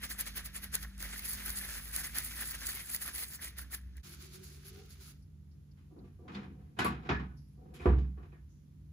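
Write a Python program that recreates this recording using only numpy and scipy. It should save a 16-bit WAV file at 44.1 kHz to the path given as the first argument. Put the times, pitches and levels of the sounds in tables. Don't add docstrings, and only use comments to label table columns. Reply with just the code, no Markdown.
import sys
import numpy as np
from scipy import signal
from scipy.fft import rfft, irfft, next_fast_len
from scipy.io import wavfile

SR = 44100
rng = np.random.default_rng(int(sys.argv[2]) if len(sys.argv) > 2 else 0)


def master(y):
    cut = np.clip(np.atleast_2d(y).T, -1, 1)
    pcm = np.round(cut * 32767)
    wavfile.write(sys.argv[1], SR, pcm.astype(np.int16))


N = 393372

# f/Hz, density/dB
ROOM_TONE = [(15, -67.5), (25, -37.5), (69, 0), (91, -9.5), (148, -11), (204, -20.5), (253, -17),
             (614, -44), (3340, -50.5), (15500, -54.5)]
# f/Hz, width/Hz, early level/dB, shift at t/s, late level/dB, far level/dB
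HUM_TONES = [(53.7, 3.5, -49.5, 2.94, -63, -67.5), (63, 0.88, -61.5, 3.3, -48.5, -63),
             (83.3, 12, -67.5, 2, -67.5, -59.5), (146.5, 3.88, -66.5, 2.65, -72.5, -61),
             (193.7, 3, -60.5, 1.93, -69, -67), (236, 3, -69.5, 2.88, -88, -88)]
# t/s, f/Hz, level/dB
WAVER_PATH = [(4.03, 351, -77), (4.07, 347.4, -62.5), (4.3, 368, -60), (4.7, 387, -64.5), (4.8, 415, -49),
              (4.9, 417, -72.5), (5.03, 384.5, -69.5), (5.15, 413, -78)]
# t/s, level/dB, f/Hz, decay time/ms
WET_TICKS = [(5.22, -69, 5170, 12), (5.222, -67, 10000, 6.7), (5.512, -71, 4940, 16),
             (5.712, -67, 4900, 6.5), (5.988, -66, 4150, 5.8), (7.352, -74, 10500, 60),
             (7.368, -65, 5130, 27), (7.414, -77, 5050, 68), (7.478, -73, 10300, 12),
             (7.524, -74, 10500, 14), (8.488, -72, 6200, 60)]
# t/s, clatter/dB, thump/dB, tilt/(dB/oct), extra tilt over 6 kHz/(dB/oct), attack/ms
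PART_KNOCKS = [(5.77, -72, -75, 1, -9, 8.2), (5.906, -71.5, -58, -21, -13, 9.1),
               (5.959, -60.5, -54, -15.5, -15, 11), (6.039, -69.5, -51, 0, -8, 9.4),
               (6.189, -57.5, -51, -17.5, -11, 140), (6.278, -49, -56, -3.5, -16, 3.2),
               (6.31, -51.5, -59, 0.5, -15, 32), (6.346, -46.5, -44, -2, -22, 4.7),
               (6.43, -55, -56, -3.5, -8, 1.9), (6.576, -64.5, -68, -4.5, 5, 55),
               (6.765, -40, -63.5, -5, -1, 46), (6.788, -30.5, -36.5, -1.5, -3.5, 1.9),
               (6.845, -33, -33, -3.5, 16.5, 0.37), (6.921, -47, -44, -4, -11.5, 3),
               (7.02, -45, -57, -3.5, -13, 54), (7.09, -30, -29.5, -4, -62.5, 0.83),
               (7.194, -46, -50.5, -6, -23, 0.86), (7.571, -61, -60.5, -16, -15, 150),
               (7.646, -67.5, -63, -5, -12, 32), (7.738, -59, -54, 3.5, 0.5, 7.7),
               (7.797, -43, -40.5, -3, 3, 47), (7.857, -31, -18, -9.5, 10, 0.25),
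               (7.983, -64, -41.5, 2, -20, 3.1), (8.172, -58, -57, -8.5, -10, 3),
               (8.226, -60.5, -53, -4.5, -8.5, 3.1), (8.322, -62.5, -56, -6, -8.5, 3.8)]
# f/Hz, level/dB, T60/s
BENCH_MODES = [(65, 8, 0.58), (85.3, 1, 0.35), (138.4, -14, 0.88), (165.3, -5, 0.16), (197.7, -19, 0.44),
               (262.5, -10.5, 0.099), (357.5, 0.5, 0.13), (414, -10.5, 0.26), (488, -10, 0.18),
               (690, -18.5, 0.19), (858, -30, 0.11), (990, -27.5, 0.24), (1165, -22, 0.29),
               (1470, -35.5, 0.19)]
# t/s, level/dB
TRAY_LANDINGS = [(6.29, -53), (6.35, -37), (6.399, -41.5)]
# f/Hz, density/dB
RATTLE_SPECTRUM = [(110, -7.5), (150, -2.5), (400, -5.5), (586, -34), (690, -8.5), (1300, -7.5),
                   (2200, -13.5), (3500, -20.5), (6000, -32.5), (9000, -28.5), (15500, -49.5)]
# f/Hz, T60/s
RATTLE_DECAY = [(150, 0.77), (400, 0.3), (1500, 0.32), (4000, 0.29), (8000, 0.19), (15000, 0.075)]
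# f/Hz, correlation
RATTLE_LIKENESS = [(60, 0.89), (240, 0.96), (950, -0.29), (3770, 0.14), (15000, 0.58)]
# f/Hz, width/Hz, level over the broad rattle/dB
RATTLE_MODES = [(488, 53, 8.5), (736, 56, 2.5), (1158, 51, -6.5), (2533, 210, 0)]
# f/Hz, level/dB, T60/s
METAL_MODES = [(660, 4.5, .15), (752, -3, 0.08), (1000, 2, .08), (1137, -1, .15), (1277, -4.5, 0.14),
               (1500, -4.5, .2), (1720, 0.5, 0.11), (1850, -3, 0.11), (2090, -2.5, 0.14), (2330, -6, .12),
               (2500, -3.5, .07), (3010, 3.5, 0.048), (3570, 1, 0.035), (4288, -7.5, 0.17),
               (4600, -2.5, .04)]
# t/s, level/dB, favoured f/Hz, rub time/ms
METAL_CONTACTS = [(6.283, -50.5, 1140, 11.4), (6.346, -41.5, 3920, 4.4), (6.348, -55.5, 2480, 1.7),
                  (6.789, -41.5, 3040, 1.8), (6.79, -41.5, 1940, 3.1), (6.805, -31.5, 1500, 8),
                  (6.848, -27, 1070, 7.7), (6.848, -41.5, 4600, 2.5), (6.849, -42, 2500, 4),
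                  (7.092, -43, 800, 7), (7.092, -48.5, 3390, 1.5), (7.10, -33.5, 1750, 29),
                  (7.22, -52, 1460, 37), (7.798, -52.5, 2440, 2), (7.858, -39, 1000, 5),
                  (7.981, -61, 3570, 3.9), (8.171, -64, 1200, 5.8), (8.314, -60, 2420, 9.1),
                  (8.325, -64, 1720, 21)]
# full speed at t/s, length/s, fizz/dB, scrape re fizz/dB, swell over the length/dB
BRUSH_STROKES = [(0.04, 0.012, -38.5, -3, -3.5), (0.11, 0.0083, -35.5, -8, -2.5),
                 (0.2, 0.005, -33, -5.5, 0.5), (0.269, 0.0055, -38, -4, 2.5),
                 (0.372, 0.024, -39.5, -0.5, -5), (0.453, 0.0077, -39.5, -8, 2.5),
                 (0.553, 0.016, -39.5, -6, 4), (0.634, 0.0039, -42, -3, 3.5), (0.738, 0.0056, -33, -6.5, 8),
                 (0.813, 0.022, -45, -5, 8.5), (1.005, 0.051, -41, -4.5, 1.5), (1.123, 0.014, -50, 2.5, 6),
                 (1.166, 0.014, -41.5, -16, 8), (1.225, 0.032, -43.5, -9.5, 13),
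                 (1.286, 0.058, -36, -17, -3), (1.378, 0.059, -50, 3.5, -6), (1.463, 0.054, -42, -2, -5),
                 (1.567, 0.015, -34.5, -10, 0.5), (1.615, 0.032, -42.5, -4.5, 7),
                 (1.69, 0.089, -40.5, -5.5, 1), (1.941, 0.067, -36, -8.5, -1), (2.045, 0.02, -38, -7, -3.5),
                 (2.157, 0.034, -36, -3, 1), (2.222, 0.049, -41, -7.5, 3),
                 (2.312, 0.049, -47.5, -3.5, -7.5), (2.368, 0.062, -40, -2.5, 4.5),
                 (2.458, 0.059, -38, -11, 2.5), (2.547, 0.011, -42, -1, -5), (2.61, 0.027, -43.5, -1.5, 5),
                 (2.663, 0.0045, -33, -19.5, 5.5), (2.693, 0.059, -38, -8.5, -8),
                 (2.758, 0.056, -43.5, -2, -1), (2.843, 0.057, -48.5, -7.5, 17.5),
                 (2.923, 0.035, -37, -11, 4), (3.021, 0.039, -41, -10, -13), (3.062, 0.02, -42.5, 0, 4),
                 (3.147, 0.088, -36.5, -9.5, 2), (3.309, 0.04, -41.5, -12.5, 5),
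                 (3.427, 0.054, -41.5, -4.5, -6), (3.588, 0.035, -44, -5, -7.5),
                 (3.723, 0.018, -42.5, -5.5, 4.5), (3.748, 0.0046, -39.5, -10, -9.5),
                 (3.981, 0.0082, -69, 7.5, -8), (4.034, 0.04, -55.5, -9, 2), (4.093, 0.047, -58, -7.5, 6),
                 (4.208, 0.058, -56.5, -9.5, -3.5), (4.317, 0.041, -56.5, -10, 6),
                 (4.44, 0.042, -54.5, -17, -5), (4.505, 0.06, -60.5, -16, -2),
                 (4.656, 0.041, -57, -9, -1.5), (4.732, 0.068, -66, -3.5, 2), (4.907, 0.024, -58, -21.5, 0),
                 (5.012, 0.1, -57, -12.5, -2.5)]
# t/s, fizz/dB, scrape/dB
TRICKLE = [(0, -63.5, -58), (.95, -77.5, -62), (1.1, -45.5, -48.5), (3.3, -50.5, -60), (3.6, -87, -63),
           (3.95, -98, -72), (4.1, -63.5, -69.5), (5.1, -70, -72), (5.22, -81.5, -91)]
# t/s, level/dB
LOUD_SNAPS = [(0.112, -30), (0.191, -36), (0.21, -19), (0.38, -21), (0.643, -29), (0.7542, -11),
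              (0.83, -25), (0.98, -40.5), (1.027, -21), (1.194, -23.5), (1.496, -23), (1.504, -20),
              (1.964, -15.5), (2.18, -22.5), (2.1852, -13.5), (2.51, -24), (2.552, -26.5), (2.6696, -17),
              (2.948, -19), (2.963, -17.5), (3.018, -29.5), (3.446, -24), (3.7503, -28), (3.97, -38)]
# f/Hz, density/dB
FIZZ_SPECTRUM = [(2500, -24.5), (4500, -8), (6000, -15), (7300, -3), (8600, 1), (11000, 0.5), (12500, -2),
                 (15500, 1)]
# f/Hz, density/dB
SCRAPE_SPECTRUM = [(250, -2), (600, -16), (950, -15), (1300, -3.5), (1750, -5.5), (2150, -1), (2800, -3),
                   (3500, -3), (5000, -6.5), (8000, -9.5)]
# f/Hz, lead of the left/rad
PORT_LEAD = [(0, 0), (1700, .4), (2400, 1.4), (3100, 2.9), (5500, 2.6), (6300, .5), (7200, -2.2),
             (8600, -3.14), (16000, -12.6)]
# f/Hz, left minus right/dB
PORT_TILT = [(200, 1.5), (1400, 0), (3400, -1), (5200, -5), (6500, -3), (7200, 3.5), (8000, 0)]
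# f/Hz, level/dB
SCATTER = [(200, -15), (700, -0.5), (1700, -4.5), (3200, -4), (4500, -3.5), (6500, -2.5), (8000, -22.5),
           (9000, -41)]

FAR_FROM_S, HUSH_WIDTH_S = 4.024, .011
FIZZ_RISE_S, FIZZ_FALL_S, SETTLE_S = .0091, .011, .029
SCRAPE_RISE_S, SCRAPE_FALL_S = .0094, .018
TIME = np.arange(N) / SR


def from_db(db):
    return 10 ** (np.asarray(db) / 20)


def rms_one(x):
    return x / np.sqrt(np.mean(x ** 2) + 1e-20)


def in_time(rows):
    times, *columns = np.transpose(rows)
    return [np.interp(TIME, times, column) for column in columns]


def at_hz(points, hz):
    freqs, values = np.transpose(points)
    return np.interp(np.log(hz), np.log(freqs), values)


def colour(x, gain):
    size = next_fast_len(N)
    hz = np.maximum(np.arange(size // 2 + 1) * SR / size, 10)
    return irfft(rfft(x, size) * gain(hz), size)[..., :N]


def passband(x, order, hz, kind):
    return signal.sosfilt(signal.butter(order, hz, kind, fs=SR, output="sos"), x)


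def clicks(times, heights):
    out = np.zeros(N)
    out[np.round(times * SR).astype(int)] = heights
    return out


def ring(x, hz, t60):
    r, w = from_db(-60 / (t60 * SR)), 2 * np.pi * hz / SR
    return signal.lfilter([0, np.sin(w)], [1, -2 * r * np.cos(w), r * r], x + 1e-18)


def drift(hz):
    r = np.exp(-2 * np.pi * hz / SR)
    return rms_one(signal.lfilter([1], [1, -2 * r, r * r], rng.standard_normal(N + SR))[SR:])


def pair(likeness, mid, side):
    alike = np.clip(likeness, -1, 1)
    return (np.sqrt(1 + alike) * mid + np.sqrt(1 - alike) * side * [[1], [-1]]) / np.sqrt(2)


def half_phase(hz):
    return np.interp(hz, *np.transpose(PORT_LEAD)) / 2


def room_ports(x):
    treble = lambda hz: np.clip((hz - 6500) / 1500, 0, 1)
    mid = colour(x[0] + x[1], lambda hz: 1 - treble(hz) * (1 - np.sqrt(2) * np.cos(half_phase(hz))))
    side = colour(x[0] - x[1], lambda hz: 1 - treble(hz) * (1 + np.sqrt(2) * np.sin(half_phase(hz))))
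    return np.array([mid + side, mid - side]) / 2


def room_tone():
    shape = lambda hz: from_db(at_hz(ROOM_TONE, hz))
    mid = colour(rng.standard_normal(N), shape)
    side = colour(rng.standard_normal(N), lambda hz: shape(hz) * np.minimum(hz / 600, 1))
    return from_db(-58.5) * rms_one(pair(0, mid, side))


def hum(shift_length_s=.76):
    out = 0
    for hz, width, early_db, shift_s, late_db, far_db in HUM_TONES:
        shift_span = (shift_s - shift_length_s / 2, shift_s + shift_length_s / 2)
        db = np.where(TIME < FAR_FROM_S, np.interp(TIME, shift_span, (early_db, late_db)), far_db)
        phase = 2 * np.pi * np.cumsum(hz + .6 * width * drift(4)) / SR
        mid, side = np.sqrt(2) * np.sin(phase), np.sqrt(2) * np.sin(phase + 3 * drift(1.8))
        out = out + from_db(db + 2.5 * drift(6.2)) * pair(.97, mid, side)
    return out * from_db([[-.6], [.6]])


def waver(throb_s=.161, depth_db=5.5):
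    hz, db = in_time(WAVER_PATH)
    throb_db = -depth_db * np.sin(np.pi * (TIME - WAVER_PATH[1][0]) / throb_s) ** 2
    partner_db = -31.5 + .33 * (hz - 380)
    phase, out = 2 * np.pi * np.cumsum(hz) / SR, 0
    for ratio, level_db in ((1, db + throb_db), (1.85, db + partner_db)):
        bands = [drift(25) * np.cos(ratio * phase) + drift(21) * np.sin(ratio * phase) for _ in range(2)]
        out = out + from_db(level_db) * pair(.46, *bands)
    return out * (TIME > WAVER_PATH[0][0]) * (db > WAVER_PATH[-1][2])


def drips(edge_ratio=1.12):
    t, out = TIME[:round(.3 * SR)], np.zeros((2, N + SR))
    for (s, db, hz, decay_ms), noise in zip(WET_TICKS, rng.standard_normal((len(WET_TICKS), 2, len(t)))):
        band = rms_one(passband(noise, 2, [hz / edge_ratio, hz * edge_ratio], "band"))
        age = 1000 * t / decay_ms
        out[:, round(s * SR):][:, :len(t)] += from_db(db) * band * np.sqrt(age) * np.exp(-age)
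    return out[:, :N]


def bench():
    times, _, thump_db, *_ = np.transpose(PART_KNOCKS)
    chance_db, out = rng.normal(0, .89, (len(times), len(BENCH_MODES))), np.zeros(N)
    for k, (hz, mode_db, t60) in enumerate(BENCH_MODES):
        weight_db = .46 * (thump_db - thump_db.max()) * (hz < 75)
        blows = clicks(times, from_db(thump_db + mode_db + weight_db + chance_db[:, k]))
        out += (ring(blows, hz, t60) - ring(blows, hz, 14.8 / hz)) * (-1) ** k
    return out * from_db([[-1.1], [1.1]])


def tray(hz=195.5, t60=.66):
    times, db = np.transpose(TRAY_LANDINGS)
    blows = clicks(times, from_db(db))
    return ring(blows, hz, t60) - ring(blows, hz, 4.7 / hz)


def clatter(linger_per_ms=.016):
    first, t = round(5.3 * SR), TIME[:round(.7 * SR)]
    out, white = np.zeros((2, N)), rng.standard_normal((2, 2, N - first))
    edges = 110 * 2 ** np.arange(0, 7.3, .4)
    broad = [(low, high, 0) for low, high in zip(edges, edges[1:])]
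    bands = broad + [(hz - width / 2, hz + width / 2, db) for hz, width, db in RATTLE_MODES]
    chances = rng.normal(0, .57, (len(PART_KNOCKS), len(bands)))
    crack = .78 * np.exp(-t / .0022)
    for k, (low, high, band_db) in enumerate(bands):
        hz, power = np.sqrt(low * high), np.zeros(N + len(t))
        band_db += at_hz(RATTLE_SPECTRUM, hz) + 10 * np.log10((high - low) / 280)
        for (s, db, _, tilt, top_tilt, attack_ms), chance_db in zip(PART_KNOCKS, chances[:, k]):
            level = db + band_db + (tilt + 3) * np.log2(max(hz, 450) / 1000)
            level += top_tilt * max(np.log2(hz / 6000), 0)
            if k >= len(broad):
                level += chance_db + 1.98 * np.log2(max(attack_ms, 1) / 3) * (hz < 900)
            t60 = at_hz(RATTLE_DECAY, hz) * (1 + linger_per_ms * attack_ms)
            tail = from_db(-120 * (t / t60) ** 1.017)
            rise = (1 - np.exp(-1000 * t / max(attack_ms, .3))) ** 2
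            power[round(s * SR):][:len(t)] += from_db(2 * level) * (tail + crack) * rise
        mid, side = passband(white[k % 2], 3, [low, high], "band")
        out[:, first:] += np.sqrt(power[first:N]) * rms_one(pair(at_hz(RATTLE_LIKENESS, hz), mid, side))
    return out * from_db(1.2 * drift(70))


def metal(reach_oct=.2):
    first, t = round(6.2 * SR), TIME[:round(.15 * SR)]
    grit, out = rng.standard_normal((len(METAL_CONTACTS), 2, len(t))), np.zeros((2, N))
    for hz, mode_db, t60 in METAL_MODES:
        push = np.zeros((2, N - first))
        for (s, db, favoured_hz, rub_ms), noise in zip(METAL_CONTACTS, grit):
            rub_s = rub_ms / 1000
            level = db + mode_db - 6 * (np.log2(hz / favoured_hz) / reach_oct) ** 2
            rub = noise * t / rub_s * np.exp(-t / rub_s) / np.sqrt(rub_s * SR / 4)
            blow = 2 * (t == 0) * np.exp(-rub_ms / 2.6)
            push[:, round(s * SR) - first:][:, :len(t)] += from_db(level) * (rub + blow)
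        out[:, first:] += ring(push, hz, t60)
    return out


def foam(per_s=2000, cycles=29.7, clump_db=3):
    n = round(TRICKLE[-1][0] * SR)
    pops = (rng.random(n) < per_s / SR) * rng.standard_normal(n) * from_db(clump_db * drift(89.9)[:n])
    pitches_hz, t, starts = np.geomspace(1250, 2300, 13), TIME[:n], np.array(BRUSH_STROKES)[:, 0]
    stroke = np.maximum(np.searchsorted(starts, t + FIZZ_RISE_S) - 1, 0)
    offset, glide = rng.standard_normal((len(BRUSH_STROKES), 2))[stroke].T
    favoured_step = 8 + .9 * offset + 8 * glide * np.minimum(t - starts[stroke], .1)
    favoured_step -= 3.6 * (t > FAR_FROM_S)
    step = np.round(favoured_step + 1.9 * rng.standard_normal(n))
    bubbles = sum(ring(pops * (step == k), hz, cycles / hz) for k, hz in enumerate(pitches_hz))
    return np.pad(rms_one(bubbles), (0, N - n))


def shifting_suds(x, depth_db=3):
    out = 0
    for k in range(-4, 9):
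        band = colour(x, lambda hz: np.maximum(1 - np.abs(2 * np.log2(hz / 1000) - k), 0))
        swell_db = depth_db * drift(17.96) - depth_db ** 2 * np.log(10) / 20
        out = out + band * from_db((k > 2) * swell_db)
    return out


def flicks():
    times, db = np.transpose(LOUD_SNAPS)
    heights = from_db(db - 8) * rng.choice([-1, 1], len(times))
    return passband(clicks(times, heights), 2, 1500, "high")


def bristles(spectrum, per_s, spread_db=0, flutter_db=0):
    slips = (rng.random(N) < per_s / SR) * rng.standard_normal(N)
    slips *= from_db(spread_db * np.minimum(rng.exponential(1, N), 5))
    slips *= from_db(flutter_db * drift(40) + flutter_db / 2 * drift(9.7))
    return rms_one(colour(slips, lambda hz: from_db(at_hz(spectrum, hz))))


def stroke_power(snaps_per_s=41, snap_s=.0012, settle_db=-13.5):
    fizz, scrape = (from_db(2 * db) * (TIME < TRICKLE[-1][0]) for db in in_time(TRICKLE))
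    for s, length, db, scrape_db, swell_db in BRUSH_STROKES:
        span = slice(max(round((s - .15) * SR), 0), round((s + .4) * SR))
        age = TIME[span] - s
        early, late = np.maximum(-age, 0), np.maximum(age - length, 0)
        db = db + swell_db * np.clip(age / length - .5, -.5, .5)
        fizz[span] += from_db(2 * (db - 6 * (early / FIZZ_RISE_S + late / FIZZ_FALL_S) ** 1.5))
        fizz[span] += from_db(2 * (db + settle_db - 6 * late / SETTLE_S)) * (late > 0)
        scrape[span] += from_db(2 * (db + scrape_db - 6 * (early / SCRAPE_RISE_S + late / SCRAPE_FALL_S)))
    snaps = (rng.random(N) < snaps_per_s / SR) * rng.exponential(1, N) * fizz * from_db(2 * 7.5)
    times, db = np.transpose(LOUD_SNAPS)
    snaps[np.round(times * SR).astype(int)] = from_db(2 * db)
    burst_shape = np.exp(-(np.arange(-150, 151) / SR / snap_s) ** 2)
    bursts = np.convolve(snaps, burst_shape, "same")
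    return fizz + from_db(2 * -7) * bursts, scrape + from_db(2 * -31.5) * bursts


def brush(far_scatter_db=12):
    fizz, scrape = np.sqrt(stroke_power())
    direct, room_mid, room_side = (
        fizz * bristles(FIZZ_SPECTRUM, per_s=9000)
        + scrape * from_db(-5) * bristles(SCRAPE_SPECTRUM, per_s=6000, spread_db=-.5, flutter_db=.5)
        for _ in range(3))
    direct = shifting_suds(direct) + scrape * from_db(-7) * foam() + flicks()
    room_gain = np.where(TIME > FAR_FROM_S, from_db(far_scatter_db), 1)
    scatter = lambda hz: from_db(at_hz(SCATTER, hz))
    mid = colour(direct, lambda hz: np.cos(half_phase(hz)))
    side = colour(.91 * direct + .37 * room_side, lambda hz: 1j * np.sin(half_phase(hz)))
    mid += colour(room_mid * room_gain, scatter)
    side += colour(room_side * room_gain, scatter)
    balance = lambda hz: from_db(at_hz(PORT_TILT, hz) * [[.5], [-.5]])
    return colour(np.array([mid + side, mid - side]), balance)


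def scene():
    hush = 1 - 1.12 * np.exp(-((TIME - FAR_FROM_S) / HUSH_WIDTH_S) ** 2)
    scrubbing = brush()
    all_round = room_ports(clatter() + metal() + drips() + room_tone())
    return (scrubbing + all_round + bench() + tray() + hum() + waver()) * hush


def record(dry):
    top_cut = signal.cheby2(16, 70, 16100, fs=SR, output="sos")
    return signal.sosfilt(top_cut, passband(dry, 3, 46, "high"))


dry = scene()
out = record(dry)
master(out)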